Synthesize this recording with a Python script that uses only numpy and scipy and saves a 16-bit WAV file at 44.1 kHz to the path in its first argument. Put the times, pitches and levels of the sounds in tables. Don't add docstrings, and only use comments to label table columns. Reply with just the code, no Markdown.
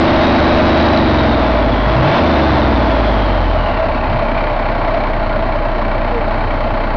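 import sys
import numpy as np
from scipy import signal
from scipy.fft import rfft, irfft, next_fast_len
from scipy.io import wavfile
from scipy.ndimage import uniform_filter1d

SR = 44100
rng = np.random.default_rng(int(sys.argv[2]) if len(sys.argv) > 2 else 0)


def boost_factor(decibels):
    exponent = np.asarray(decibels, float) / 20
    return 10 ** exponent


def transcribe(u):
    v = np.clip(np.atleast_2d(u).T, -1, 1)
    q = np.round(v * 32767).astype(np.int16)
    wavfile.write(sys.argv[1], SR, q)


N = 306936


def evened(x):
    return x / np.sqrt(np.mean(x ** 2) + 1e-20)


def read(points, hz):
    f, value = np.transpose(points)
    return np.interp(np.log(hz + 1), np.log(f + 1), value)


def curves(rows):
    s, *columns = np.transpose(rows)
    return [np.interp(np.arange(N) / SR, s, c) for c in columns]


def colour(x, points):
    edge = 2048
    x = np.concatenate([x[..., edge:0:-1], x, x[..., :-edge - 1:-1]], axis=-1)
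    size = next_fast_len(x.shape[-1])
    gain = boost_factor(read(points, np.fft.rfftfreq(size, 1 / SR)))
    return irfft(rfft(x, size) * gain, size)[..., edge:edge + N]


def resonate(x, hz, width):
    turn = np.exp(2j * np.pi * np.cumsum(hz * np.ones(len(x))) / SR)
    r = np.exp(-np.pi * width / SR)
    return 2 * (turn * signal.lfilter([1 - r], [1, -r], x / turn)).real


def resonate_twice(x, hz, width):
    return resonate(resonate(x, hz, width), hz, width)


def drift(hz, count):
    steps = rng.standard_normal((count, N // 256 + 2))
    steps = signal.filtfilt(*signal.butter(2, hz, fs=SR / 256), steps)
    return np.array([np.interp(np.arange(N) / 256, np.arange(len(s)), evened(s)) for s in steps])


# t/s, firing rate f/Hz
SPEED = [(0, 75.0), (.9, 75.2), (1.15, 67.2), (1.5, 57.0), (1.81, 48.7), (2.0, 62.5), (2.09, 72.0),
         (2.19, 77.9), (2.25, 76.7), (2.6, 64.8), (3.1, 51.2), (3.59, 39.7), (3.82, 34.0), (4.02, 32.5),
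         (4.3, 32.5), (5.2, 30.9), (6.1, 30.4), (6.96, 30.1)]


def crank_speed():
    return curves(SPEED)[0]


STAGE_BLEND_S = .05
# from t/s, throb level/dB, its octave level/dB, fuel level/dB, knock depth [0-1],
# pipe notes level/dB
STAGES = [
    (0, -15, -22, 0.5, 0.15, 0),
    (.92, -14.5, -20, -0.5, .2, 1),
    (1.84, -12.5, -25, 0.5, .15, -7),
    (2.04, -29, -22, 1, 0.2, -6),
    (2.2, -14, -21, -0.5, .1, -1),
    (2.62, -13, -21, -0.5, .12, 0),
    (2.95, -13, -21, -0.5, .15, -1.5),
    (3.639, -19.5, -27, 0.7, .27, -1),
    (4.101, -18, -34.5, 1.3, 0.33, -1),
    (5.1, -17.2, -35, 0.5, 0.36, 0),
]


def pedal():
    s, *columns = np.transpose(STAGES)
    which = np.searchsorted(s, np.arange(N) / SR, side="right") - 1
    return [uniform_filter1d(c[np.maximum(which, 0)], size=round(STAGE_BLEND_S * SR)) for c in columns]


CRANK = [-26, -18, -40, -14, -21, -40, -13, -16, -9, -10, -11, -18, -13, -9, -18, -12, -14, -18, -18, -18,
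         -14, -17, -13, -22, -20, -16, -20, -17, -17, -17, -16, -24, -24, -18, -16, -18]
# f/Hz, level/dB
PIPE = [(30, -14), (62, -10), (76, -1), (90, 4), (101, -9), (132, -7), (155, -15), (176, -7), (194, -14),
        (212, -1), (228, -1), (250, -2), (290, 1), (325, 2), (352, -3), (420, -12), (600, -2), (900, -10)]
# f/Hz, level/dB
OCTAVE_PIPE = [(70, 0), (92, 2), (103, -6), (116, -6), (128, 2), (140, 0), (150, -5)]


def exhaust(firings, hz, throb_db, octave_db, gas_db):
    wobble_db = 1.0 * drift(4.0, count=len(CRANK))
    out = boost_factor(throb_db - 0.5) * np.sqrt(2) * np.cos(2 * np.pi * firings)
    octave = np.cos(2 * np.pi * (2 * firings + 0.27))
    out += boost_factor(octave_db + read(OCTAVE_PIPE, 2 * hz)) * np.sqrt(2) * octave
    for k, db in enumerate(CRANK):
        order = (k + 1) / 3
        level = boost_factor(db + 4.8 + gas_db + read(PIPE, order * hz) + wobble_db[k])
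        out += level * np.cos(2 * np.pi * (order * firings + rng.random()))
    return out


# t/s, length t/s, pipe note f/Hz, level/dB
BARKS = [
    (1.82, .3, 120, -14.5),
    (1.92, .32, 140, -15.5),
    (1.86, .32, 300, -16.5),
    (4.04, .2, 100, -21),
]


def barks(firings):
    which = firings.astype(int)
    pulses = boost_factor(3.0 * rng.standard_normal(1000)[which]) * np.diff(which, prepend=which[0])
    pulses = evened(pulses) + 1.5 * rng.standard_normal(N)
    out = np.zeros(N)
    for s, length, hz, db in BARKS:
        at, span = round(s * SR), round(length * SR)
        note = resonate_twice(pulses, hz, 70)[at:at + span]
        out[at:at + span] += boost_factor(db) * evened(note) * signal.windows.tukey(span, .5)
    return out


# f/Hz, level/dB
RUMBLE = [(15, -12.5), (45, -5), (70, -2), (95, 0), (125, 0.5), (165, -12.5), (230, -0.5), (310, -9.5),
          (400, -12.5), (520, -10), (800, -40.5)]


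def rumble(beat, gas_db, firings, depth):
    lumps = 1 + .8 * depth * np.cos(2 * np.pi * (firings / 3 + .3))
    gas = lumps * (1.3 + 0.12 * beat) * rng.standard_normal(N)
    return boost_factor(.55 * gas_db - 11.5) * evened(colour(gas, RUMBLE))


CYLINDER_DB = [2, 1.5, -.8, 1.3, .8, -.8]


def knocks(firings, depth, lag=.45, sharp=2.3, uneven_db=.4):
    stroke = firings - lag + 6
    which = stroke.astype(int)
    size = boost_factor(np.take(CYLINDER_DB, which % 6) + uneven_db * rng.standard_normal(1000)[which])
    burst = uniform_filter1d(size * np.exp(-sharp * (stroke % 1)), size=220)
    depth = np.clip(depth, 0, 1)
    blows = depth * size * np.diff(which, prepend=which[0])
    beat = 1 - depth + depth * burst / burst.mean()
    return beat, blows


# f/Hz, level/dB
CLATTER = [(210, -29), (350, -10.5), (501, -6), (650, -5), (764, -0.5), (865, -3), (1250, -8.5), (1390, -8),
           (1730, -12.5), (2270, -19), (3510, -29.5), (4330, -25.5), (6770, -61), (8800, -94),
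           (14900, -120)]
# f/Hz, width f/Hz, level/dB
BLOCK = [(606.8, 54.4, -11.5), (655.5, 60, -10), (870, 120, -16), (1011, 60, -20), (1107, 92, -20.5),
         (1383, 73, -37.5), (1892, 76, -33), (2065, 160, -28.5), (2298, 86, -31), (2640, 470, -32),
         (3080, 170, -35.5), (4100, 730, -51)]


def block(beat, blows):
    grit = rng.standard_normal(N)
    shake = beat ** 0.74 * grit
    struck = beat ** .5 * grit + 33.0 * blows
    flutter_db = .7 * drift(7.0, count=len(BLOCK))
    out = boost_factor(-4.5) * evened(colour(shake, CLATTER))
    for (hz, width, db), flutter in zip(BLOCK, flutter_db):
        ring = resonate_twice(struck, hz, 1.7 * width)
        out += boost_factor(db + flutter) * evened(ring * beat ** (hz / 2400))
    return out


# f/Hz, width f/Hz, level/dB
INJECTORS = [(2292, 90, -34), (1900, 130, -36), (2640, 160, -42), (3060, 200, -44), (1420, 120, -36)]


def ticks(blows):
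    out = np.zeros(N)
    for hz, width, db in INJECTORS:
        struck = blows * boost_factor(2.0 * rng.standard_normal(N)) * rng.choice([-1, 1], N)
        out += boost_factor(db) * evened(resonate_twice(struck, hz, width))
    return out


# t/s, whistle f/Hz, level/dB over the iron noise
TURBO = [(0, 3700, 1), (.5, 3850, 3), (.95, 3900, 4.5), (1.25, 3780, 3), (1.5, 3470, 0), (1.9, 3280, 1),
         (2.1, 3450, -6), (2.4, 3700, -1.5), (2.65, 3620, -2), (2.9, 3380, 1), (3.2, 3200, 4),
         (3.55, 3020, 3), (3.85, 2680, 3), (4.05, 2500, 4), (4.25, 2320, 6), (4.8, 2250, 4),
         (6.96, 2200, -2)]
# f/Hz, level/dB
HISS = [(1800, -19), (3000, -5.5), (3800, 2), (4800, -5.5), (6000, -10), (8000, -37.5)]


def turbo(beat):
    hz, db = curves(TURBO)
    flicker, wander = drift(12.0, count=2)
    hz = hz * (1 + .006 * wander)
    air = beat ** 2 * rng.standard_normal(N)
    rush_db = -22.5 + 13.5 * np.log2(hz / 3500)
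    rush = boost_factor(rush_db) * evened(colour(air / beat, HISS))
    whistle = evened(resonate_twice(air, hz, 330))
    return rush + boost_factor(db + 1.2 * flicker - 25.0) * whistle


# t/s, length t/s, level/dB, f/Hz
SINGS = [(0.096, 0.187, -14.5, 630), (0.384, 0.1, -19, 627), (0.494, 0.2, -12.5, 629),
         (0.903, 0.24, -19, 623), (1.384, 0.136, -20, 634), (1.552, 0.2, -18.5, 630),
         (1.925, 0.29, -16, 632), (2.337, 0.052, -17.5, 647), (2.444, 0.03, -15, 626),
         (2.611, 0.12, -17, 648), (2.795, 0.0874, -20, 660), (3.531, 0.044, -14, 640),
         (3.655, 0.045, -17, 640), (3.778, 0.076, -14, 644)]


def singing():
    out = np.zeros(N)
    for s, length, db, hz in SINGS:
        at, span = round(s * SR), round(length * SR)
        note = resonate_twice(rng.standard_normal(N // 8), hz, 45)[-span:]
        out[at:at + span] += boost_factor(db - 0.5) * evened(note) * signal.windows.tukey(span, .5)
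    return out


# t/s, length t/s, from f/Hz, to f/Hz, level/dB
SQUEAKS = [
    (5.278, 0.1, 1388, 1430, -30.5),
    (6.1, 0.13, 509, 430, -22),
]


def squeaks():
    out = np.zeros(N)
    for s, length, from_hz, to_hz, db in SQUEAKS:
        hz = np.linspace(from_hz, to_hz, round(length * SR))
        at = round(s * SR)
        tone = np.sin(2 * np.pi * np.cumsum(hz) / SR)
        out[at:at + len(hz)] += 2 * boost_factor(db) * np.hanning(len(hz)) * tone
    return out


def scene():
    hz = crank_speed()
    throb_db, octave_db, fuel_db, depth, notes_db = pedal()
    octaves = np.log2(hz / 30.5)
    slew = uniform_filter1d(abs(np.gradient(hz)) * SR, size=round(STAGE_BLEND_S * SR))
    surge_db = .35 * drift(11.0, count=1)[0]
    block_db = -16.5 + 6.5 * octaves + fuel_db + surge_db
    gas_db = -25.5 + 14.5 * octaves + 0.14 * fuel_db - .05 * slew
    firings = .5 + np.cumsum(hz) / SR
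    beat, blows = knocks(firings, depth)
    pipe = exhaust(firings, hz, throb_db, octave_db, gas_db + notes_db)
    pipe += rumble(beat, gas_db, firings, depth) + barks(firings)
    iron = boost_factor(block_db) * (block(beat, blows) + turbo(beat) + ticks(blows) * 2)
    return (pipe + iron + squeaks() + singing())[None]


def top_cut(x):
    return signal.sosfilt(signal.butter(12, 8400, fs=SR, output="sos"), x)


# f/Hz, level/dB
ROLL_OFF = [(3000, 0), (4000, 0), (5000, -4), (6000, -11.5), (6600, -20.5), (7100, -28), (7600, -67),
            (8300, -92.5)]


def record(dry):
    ceiling = .35
    dull = colour(np.clip(dry, -ceiling, ceiling), ROLL_OFF)
    return top_cut(dull)


dry = scene()
out = record(dry)
transcribe(out)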